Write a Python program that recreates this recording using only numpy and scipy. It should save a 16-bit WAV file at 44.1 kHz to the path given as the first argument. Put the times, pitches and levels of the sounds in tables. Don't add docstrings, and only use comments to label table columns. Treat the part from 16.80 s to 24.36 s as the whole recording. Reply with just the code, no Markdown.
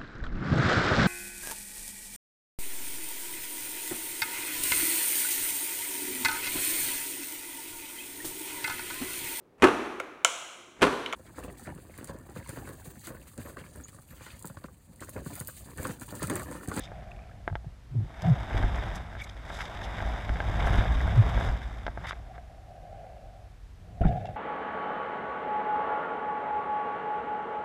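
import sys
import numpy as np
from scipy import signal
from scipy.fft import rfft, irfft
from scipy.io import wavfile
from scipy.ndimage import uniform_filter1d

SR = 44100
rng = np.random.default_rng(int(sys.argv[2]) if len(sys.argv) > 2 else 0)


def to_wav(s):
    ch = np.atleast_2d(s).T
    pcm = np.round(np.clip(ch, -1, 1) * 32767)
    wavfile.write(sys.argv[1], SR, pcm.astype(np.int16))


N = 333396
TIME = np.arange(N) / SR
FIRM_DB = -42

# [f/Hz, relative level/dB per Hz]
WALL_SPECTRUM = [(120, 7.5), (250, 0.5), (480, -2), (700, 3.5), (1020, -0.5), (1350, -2.5), (1600, -1),
                 (2200, -3.5), (2600, -13), (3050, -11), (3700, -5.5), (4050, -29), (4400, -57),
                 (6000, -50)]
# [f/Hz, relative level/dB per Hz]
TREBLE_SPECTRUM = [(3000, -3), (4400, -4), (4950, 4), (5800, -2.5), (6250, -1.5), (7000, -7.5), (7600, -4),
                   (8600, -13), (11800, -13), (12600, -14), (15500, -41)]


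def from_db(db):
    return 10 ** (np.asarray(db) / 20)


def rms_one(x):
    return x / np.sqrt(np.mean(x ** 2) + 1e-20)


def peak_one(x):
    return x / (np.abs(x).max() + 1e-20)


def in_time(rows):
    t_s, value = np.transpose(rows)
    return np.interp(TIME, t_s, value)


def add(out, t_s, sound):
    i = max(0, round(t_s * SR))
    out[i:i + len(sound)] += sound[:max(0, N - i)]


def swell(t_s, rise_s, fall_s):
    width_s = np.where(TIME < t_s, rise_s, fall_s)
    return np.exp(-np.minimum(((TIME - t_s) / width_s) ** 2, 60))


def drift(rate_hz):
    pole = np.exp(-80 * np.pi * rate_hz / SR)
    noise = rng.standard_normal(N // 40 + 2002)
    slow = signal.lfilter([1], [1, -2 * pole, pole * pole], noise)[2000:]
    return np.interp(np.arange(N) / 40, np.arange(len(slow)), rms_one(slow))


def cut(x, hz, kind, order=2):
    sos = signal.butter(order, min(hz, SR / 2 - 1000), kind, fs=SR, output="sos")
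    return signal.sosfilt(sos, x)


def response(spectrum, size=8192):
    hz, db = np.transpose(spectrum)
    bins_hz = np.arange(size // 2 + 1) * SR / size
    log_gain = np.log(from_db(np.interp(np.log(bins_hz + 1), np.log(hz), db)))
    cepstrum = irfft(log_gain)[:size // 2]
    return irfft(np.exp(rfft(np.r_[cepstrum[0], 2 * cepstrum[1:]], size)))


def colour(x, spectrum):
    return rms_one(signal.oaconvolve(x, response(spectrum))[:N])


def evened(x, share, size):
    power = np.abs(uniform_filter1d(x ** 2, size=size)) + 1e-9
    return rms_one(x / power ** (share / 2))


def ringing(modes, size=8192):
    t = TIME[:size]
    return sum(from_db(db - 60 * t / t60_s) * np.sin(2 * np.pi * hz * t) for hz, db, t60_s in modes)


def slips(per_s, spread_db):
    sizes = from_db(spread_db * np.minimum(rng.exponential(1, N), 5))
    signed = sizes * rng.choice([-1, 1], N)
    return rms_one(signed * (rng.random(N) < per_s / SR))


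def slip_phase(t_s, hz, glide_oct_per_s, wander_oct):
    octaves = glide_oct_per_s * np.clip(TIME - t_s, -.06, .06) + wander_oct
    return 2 * np.pi * np.cumsum(hz * 2 ** octaves) / SR


def shell_click(treble_db):
    return response(WALL_SPECTRUM) + from_db(treble_db) * response(TREBLE_SPECTRUM)


def flow(current_db=-50.5):
    # [f/Hz, relative level/dB per Hz]
    current_spectrum = [(20, -11.5), (42, 8.5), (57, 1.5), (70, -0.5), (95, 0), (180, -17), (800, -88)]
    # [f/Hz, relative level/dB per Hz]
    rocking_spectrum = [(25, -21.5), (40, 2), (57, 11.5), (76, -4), (98, 1), (120, -5), (142, -12.5),
                        (175, -10), (260, -19.5), (700, -41.5), (2000, -97.5)]
    # [t/s, level/dB]
    tug_db = [(1.35, -48), (1.5, -40), (1.82, -27.5), (2.1, -34.5), (2.35, -42.5), (2.95, -45), (3.13, -35),
              (3.45, -36), (3.95, -23.5), (4.2, -26), (4.65, -26.5), (4.85, -37), (5.2, -40.5),
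              (5.75, -51.5)]
    current = from_db(current_db) * colour(rng.standard_normal(N), current_spectrum)
    rocking = evened(colour(rng.standard_normal(N), rocking_spectrum), share=0.89, size=8820)
    return current + from_db(in_time(tug_db)) * rocking


def snags(per_s, release_s):
    catches = np.abs(slips(per_s, spread_db=5.5))
    bursts = signal.lfilter([1], [1, -np.exp(-1 / (release_s * SR))], catches + 1e-12)
    return bursts / bursts.mean()


def rubbing(clump_db, snag_share):
    clumps = from_db(clump_db * drift(rate_hz=30))
    grip = clumps * (1 + snag_share * snags(per_s=130, release_s=0.0042))
    return grip * slips(per_s=2000, spread_db=1.5)


def fronds(pressure_db, body_db=-1.5, firm_treble_db=-20.5, split_hz=1300, smooth_share=0.81):
    dulling_db_per_db = 0.2027
    treble_db = firm_treble_db - dulling_db_per_db * (pressure_db - FIRM_DB)
    limp = rubbing(clump_db=0.75, snag_share=0.21)
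    wiry = rubbing(clump_db=0.9, snag_share=0.21)
    mixed = cut(limp, split_hz, "low") + cut(wiry, split_hz, "high")
    body = from_db(body_db) * colour(mixed, WALL_SPECTRUM)
    fine = wiry + smooth_share * rng.standard_normal(N)
    treble = from_db(treble_db) * colour(fine, TREBLE_SPECTRUM)
    return from_db(pressure_db) * (body + treble)


def crackles(pressure_db, level_db=-5.5, per_s=120.0, cycles=8.0, cluster_db=1.6, low_hz=620, high_hz=3300):
    flicks = 0
    for hz in np.geomspace(low_hz, high_hz, num=9):
        clusters = from_db(cluster_db * np.minimum(drift(rate_hz=19), 1.5))
        catches = slips(per_s, spread_db=2.0) * clusters
        ring = ringing([(hz, 0, cycles / hz)], size=2048)
        flicks = flicks + rms_one(signal.oaconvolve(catches, ring)[:N])
    return from_db(pressure_db + level_db) * colour(flicks, WALL_SPECTRUM)


def grit(pressure_db, level_db=-16.0, treble_db=-14.0):
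    taps = signal.oaconvolve(slips(per_s=35, spread_db=1.5), shell_click(treble_db))[:N]
    return from_db(pressure_db + level_db) * rms_one(taps)


def bubbles(per_s=27.0, cycles=31.0, low_hz=1150, high_hz=2550):
    level_db, end_s, fade_db_per_s = -60.5, 0.45, 103.5
    pings = 0
    for hz in np.geomspace(low_hz, high_hz, num=12):
        ring = ringing([(hz, 0, cycles / hz)])
        pings = pings + rms_one(signal.oaconvolve(slips(per_s, spread_db=5.0), ring)[:N])
    return from_db(level_db - fade_db_per_s * np.maximum(TIME - end_s, 0)) * rms_one(pings)


def dragging(uneven_db=0.5):
    # [touch t/s, peak t/s, lift-off t/s, level/dB, shudder re drag/dB]
    drag_events = [(0, 0.185, .9, -50.5, 2), (5.3, 5.55, 6.14, -52.5, -8), (5.927, 6.25, 6.66, -47, -8.5),
                   (7.06, 7.1, 7.2, -62.5, 11.5), (7.204, 7.41, 7.85, -46, -5)]
    lean_db_per_s, lift_db_per_s = 25, 126
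    load, shake = 0, 0
    for touch_s, peak_s, lift_s, db, shudder_db in drag_events:
        clear_s = np.maximum(touch_s - TIME, 0) + np.maximum(TIME - lift_s, 0)
        drag = from_db(db - lean_db_per_s * np.abs(TIME - peak_s) - lift_db_per_s * clear_s)
        load = load + drag
        shake = shake + from_db(shudder_db) * drag
    return from_db(uneven_db * drift(rate_hz=17.0)) * np.array([load, shake])


def frame(pressure_db, shudder_db=7.0, rattle_db=5.0):
    # [t/s, level before cushioning/dB, 1/e decay/s]
    bump_events = [(1.425, -40, 0.095), (7.212, -26.5, 0.014), (7.245, -32, 0.09), (7.486, -47, 0.02)]
    # [f/Hz, relative level/dB per Hz]
    hum_spectrum = [(250, -33.5), (480, -11.5), (590, -1), (720, 4), (800, -.5), (870, -19), (1000, -30),
                    (1550, -22.5), (1690, -19.5), (1780, -27.5), (2800, -29.5), (4000, -47), (12000, -57)]
    # [f/Hz, relative level/dB per Hz]
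    shudder_spectrum = [(40, -12), (105, 14.5), (140, 9.5), (170, 11), (230, -2), (300, -9.5), (480, -7.5),
                        (1000, -89.5)]
    weed_hum_db, hum_db_per_db = -55, 1.5
    drag, shake = dragging()
    blows = 0
    for t_s, db, decay_s in bump_events:
        blows = blows + from_db(db) * (TIME >= t_s) * np.exp(-np.abs(TIME - t_s) / decay_s)
    blows = cut(blows + 1e-12, hz=149, kind="low")
    rattle = blows * from_db(rattle_db * np.minimum(drift(rate_hz=28), 1))
    hum = evened(colour(slips(per_s=6000, spread_db=3.5), hum_spectrum), share=0.13, size=2205)
    shudder = evened(colour(rng.standard_normal(N), shudder_spectrum), share=0.55, size=1100)
    weed_hum = from_db(weed_hum_db + hum_db_per_db * (pressure_db - FIRM_DB))
    rub = np.hypot(drag, weed_hum)
    return (rub + rattle) * hum + (shake + from_db(shudder_db) * blows) * shudder


def scrapes(treble_db=-22.0, span=3.36, fall_share=0.59):
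    # [peak t/s, 1/e rise/s, level/dB, lowest f/Hz]
    scrape_events = [(.04, 0.053, -51.5, 3100), (2.162, .015, -51, 5470), (2.418, 0.03, -45.5, 2050),
                     (2.423, 0.0097, -47.5, 6500), (2.444, 0.0093, -49, 5800), (2.476, 0.0077, -42, 1000),
                     (2.497, 0.0058, -43, 3000), (2.8, 0.096, -47, 3740), (2.709, 0.0051, -38.5, 1000),
                     (2.8072, 0.0014, -27.5, 1400), (2.811, 0.04, -39, 1440), (2.866, 0.01, -45.5, 2190),
                     (3.047, 0.019, -46, 3000), (3.806, 0.0052, -30, 1060), (3.882, 0.018, -34.5, 700),
                     (3.875, 0.024, -52, 6000), (3.985, 0.0072, -31, 700), (4.67, 0.055, -52, 4000),
                     (5.256, 0.019, -34.5, 684), (5.286, 0.023, -33.5, 1490), (5.292, 0.023, -40, 3500),
                     (5.31, 0.0015, -29, 990), (5.325, 0.0095, -38.5, 1200), (5.555, 0.019, -52, 890),
                     (7.251, 0.018, -40.5, 700), (7.286, 0.021, -51.5, 2290), (7.39, 0.049, -64.5, 2290),
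                     (7.457, 0.0025, -44, 2390), (7.471, 0.0074, -53, 2300), (7.52, 0.056, -59, 1130)]
    catching = from_db(3.1 * drift(rate_hz=76))
    rasp = signal.oaconvolve(catching * slips(per_s=6500, spread_db=1.5), shell_click(treble_db))[:N]
    out = np.zeros(N)
    for t_s, rise_s, db, hz in scrape_events:
        band = cut(cut(rasp, hz, "high", order=3), span * hz, "low")
        passing = swell(t_s, rise_s, fall_share * rise_s)
        out += from_db(db) * passing * rms_one(band)
    return out


def knocks(pressure_db, scatter_db=-23.5, scatter_s=0.0055, treble_db=-17.0, firm_hz=3000, thin_share=0.11):
    # [t/s, peak level/dB, contact hardness f/Hz]
    knock_events = [(0.1183, -28, 1150), (0.6779, -13, 2060), (0.7, -29.5, 1600), (0.7275, -31.5, 1000),
                    (0.7544, -18, 3170), (.845, -38, 700), (1.421, -27.5, 13000), (1.7104, -25.5, 1970),
                    (1.7413, -30, 2500), (1.827, -23, 5000), (1.835, -19.5, 2000), (1.959, -27.5, 9300),
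                    (2.0382, -28, 2830), (2.207, -33, 2200), (2.328, -33, 1800), (2.352, -28, 2200),
                    (2.3682, -31.5, 2000), (1.608, -29, 2600), (2.7023, -24.5, 2800), (2.789, -33, 3020),
                    (3.2041, -23, 3250), (3.2532, -31, 2000), (3.4934, -18.5, 3600), (3.558, -23.5, 3500),
                    (3.6033, -14.5, 3600), (3.7137, -35, 2400), (3.8425, -21, 3200), (3.872, -17.5, 2600),
                    (4.0093, -16.5, 3050), (4.0581, -29, 2500), (4.2056, -22.5, 4500), (4.278, -18.5, 1280),
                    (4.5764, -19, 1490), (4.61, -18.5, 2000), (4.6884, -23, 5200), (5.0662, -18, 4080),
                    (5.0802, -18, 1510), (5.1749, -22, 1440), (5.3305, -27, 2600), (5.58, -32, 2000)]
    # [f/Hz, relative level/dB, t60/s]
    shell_modes = [(700, -15.5, 0.068), (870, -13, 0.033), (1350, -21, 0.037), (1600, -6.5, 0.023),
                   (2050, -15, 0.023)]
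    # [f/Hz, relative level/dB, t60/s]
    snap_modes = [(3100, -2, 0.0021)]
    ring_db_per_db, ring_floor_db = 0.6, -56
    out, t = np.zeros(N), TIME[:2048]
    ring, snap = ringing(shell_modes, size=len(t)), ringing(snap_modes, size=len(t))
    for t_s, db, hard_hz in knock_events:
        hardness = hard_hz / firm_hz
        wall = shell_click(treble_db + 20 * np.log10(hardness))
        reflections = from_db(scatter_db) * rng.standard_normal(len(t)) * np.exp(-t / scatter_s)
        struck = signal.fftconvolve((t == 0) + reflections, wall)[:len(t)]
        crack = peak_one(cut(struck, thin_share * hard_hz, "high"))
        ring_db = ring_db_per_db * max(pressure_db[round(t_s * SR)] - ring_floor_db, 0)
        ring_gain = from_db(ring_db) / np.sqrt(2 * hardness)
        knock = crack + ring_gain * ring + min(hardness, 1) ** 4 * snap
        add(out, t_s, from_db(db) * peak_one(cut(knock, hard_hz, "low", order=3)))
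    return out


def squeaks(waver_oct=0.069, rough_db=3.5):
    # [peak t/s, 1/e half-width/s, level/dB, f/Hz, glide/octaves per
    # s]
    squeak_events = [(0.318, 0.0016, -45, 2420, -11), (0.515, .002, -48, 1720, -2),
                     (2.419, 0.0051, -34, 2185, 9.5), (2.441, .004, -50, 4300, -18),
                     (2.446, 0.0026, -40, 2120, -10), (4.208, 0.0022, -32, 2074, -3),
                     (7.24, 0.0033, -31.5, 1625, 2), (7.46, 0.0028, -47, 2790, -11),
                     (7.472, 0.006, -52, 2650, -0.5)]
    wander = waver_oct * drift(rate_hz=48.0)
    grip = from_db(rough_db * drift(rate_hz=100))
    whistles = np.zeros(N)
    for t_s, half_s, db, hz, glide in squeak_events:
        whistles += from_db(db) * swell(t_s, half_s, half_s) * np.sin(slip_phase(t_s, hz, glide, wander))
    return grip * whistles


def judders(waver_oct=0.0783, overtone_share=0.47):
    # [peak t/s, 1/e half-width/s, tone level/dB, f/Hz, glide/octaves per s]
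    judder_events = [(0.728, 0.015, -27, 96, -0.5), (0.873, 0.0067, -32, 119.2, -12),
                     (1.189, 0.039, -21, 106.8, -3), (1.456, 0.01, -21, 107.5, 5.5),
                     (1.487, 0.019, -16, 163.5, -3.5), (1.518, 0.019, -12.5, 122.5, -2.5),
                     (4.396, 0.022, -9, 108.3, -10.5), (7.259, 0.0092, -16.5, 174.4, 0)]
    # [f/Hz, relative level/dB per Hz]
    churn_spectrum = [(70, -32), (130, 31.5), (220, 5.5), (380, 3.5), (470, -12), (720, -13), (1500, -77)]
    max_rough_db, clean_above_db, cleaning_db_per_db = -14.5, -20.5, 3
    out, wander = np.zeros(N), waver_oct * drift(rate_hz=35.8)
    churn = evened(colour(slips(per_s=880, spread_db=4.5), churn_spectrum), share=0.82, size=1100)
    for t_s, half_s, db, hz, glide in judder_events:
        phase = slip_phase(t_s, hz, glide, wander)
        grip = swell(t_s, half_s, half_s)
        overtones = overtone_share * (np.sin(2 * phase) + np.sin(3 * phase) / 2)
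        rough = overtones + churn / (grip + 0.068)
        rough_db = max_rough_db - cleaning_db_per_db * max(db - clean_above_db, 0)
        out += from_db(db) * grip * (np.sin(phase) + from_db(rough_db) * rough)
    return out


def thumps(push_share=0.84):
    # [t/s, peak level/dB, push length/s]
    thump_events = [(0.757, -30.5, 0.0054), (1.746, -16.5, 0.0022), (1.801, -18, 0.0036),
                    (1.841, -12.5, 0.004), (3.256, -23.5, 0.0038), (3.499, -17.5, 0.004),
                    (3.696, -19.5, 0.0035), (3.847, -16.5, 0.0095), (3.985, -10, 0.0041),
                    (4.153, -18, 0.0051), (4.264, -18, 0.005), (4.69, -17.5, 0.011), (5.091, -30.5, 0.0038),
                    (7.208, -16.5, 0.0029), (7.246, -15.5, 0.0068), (7.2539, -9.5, 0.0046),
                    (7.297, -31, 0.0027)]
    # [f/Hz, relative level/dB, t60/s]
    mount_modes = [(58.9, 10.5, 0.3), (101.1, 9.5, 0.15), (169, -2.5, 0.087)]
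    out = np.zeros(N)
    for t_s, db, length_s in thump_events:
        push = np.sin(np.pi * np.minimum(TIME[:SR // 20] / length_s, 1)) ** 2
        swing = peak_one(signal.fftconvolve(push, ringing(mount_modes)))
        add(swing, 0, push_share * push)
        add(out, t_s, from_db(db) * peak_one(swing))
    return out


def chatters(waver_oct=0.0342, upper_hz=1690, upper_db=-28.0):
    # [peak t/s, 1/e half-width/s, level/dB, f/Hz]
    chatter_events = [(1.442, 0.0073, -35, 729), (1.475, 0.017, -37, 720), (5.514, 0.007, -40.5, 760),
                      (5.585, 0.0068, -41, 720), (7.215, 0.0055, -31, 715), (7.254, 0.0052, -30.5, 800),
                      (7.297, 0.007, -38, 700), (7.312, 0.0054, -24, 715), (7.34, 0.0055, -37, 750),
                      (7.35, 0.0061, -30.5, 690), (7.379, 0.008, -36, 750), (7.451, 0.0044, -35.5, 680),
                      (7.456, 0.0026, -33, 800), (7.49, 0.0059, -33.5, 750)]
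    wander = waver_oct * drift(rate_hz=46.5)
    upper = from_db(upper_db) * np.sin(slip_phase(0, upper_hz, 0, wander / 2))
    out = np.zeros(N)
    for t_s, half_s, db, hz in chatter_events:
        tone = np.sin(slip_phase(t_s, hz, 0, wander)) + upper
        out += from_db(db) * swell(t_s, half_s, half_s) * tone
    return out


def hiss(level_db=-63):
    # [f/Hz, relative level/dB per Hz]
    hiss_spectrum = [(100, 2.5), (300, 7.5), (1000, 1), (2000, -2), (4000, -7.5), (8000, -14), (12000, -19),
                     (15500, -27.5)]
    return from_db(level_db) * colour(rng.standard_normal(N), hiss_spectrum)


def scene():
    # [t/s, level/dB]
    pressure_curve = [(0.0, -53.5), (1.05, -71.5), (1.46, -41), (1.67, -42.5), (1.73, -37), (2.15, -39.5),
                      (2.24, -47), (2.47, -51), (2.55, -52), (2.7, -43.5), (3.33, -38), (3.48, -42),
                      (3.95, -31.5), (4.18, -38), (4.65, -34), (4.77, -43.5), (5.16, -52.5), (5.23, -46),
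                      (5.41, -57.5), (6.0, -72)]
    pressure_db = in_time(pressure_curve)
    weed = fronds(pressure_db) + crackles(pressure_db) + grit(pressure_db)
    stalks = scrapes() + knocks(pressure_db) + squeaks() + judders()
    mount = flow() + thumps()
    bed = frame(pressure_db) + chatters()
    return (weed + stalks + mount + bed + bubbles() + hiss())[None]


def record(dry, cutoff_hz=15300):
    thinned = cut(dry, hz=12.0, kind="high")
    sos = signal.ellip(12, .1, 80, cutoff_hz, fs=SR, output="sos")
    return signal.sosfilt(sos, thinned)


dry = scene()
out = record(dry)
to_wav(out)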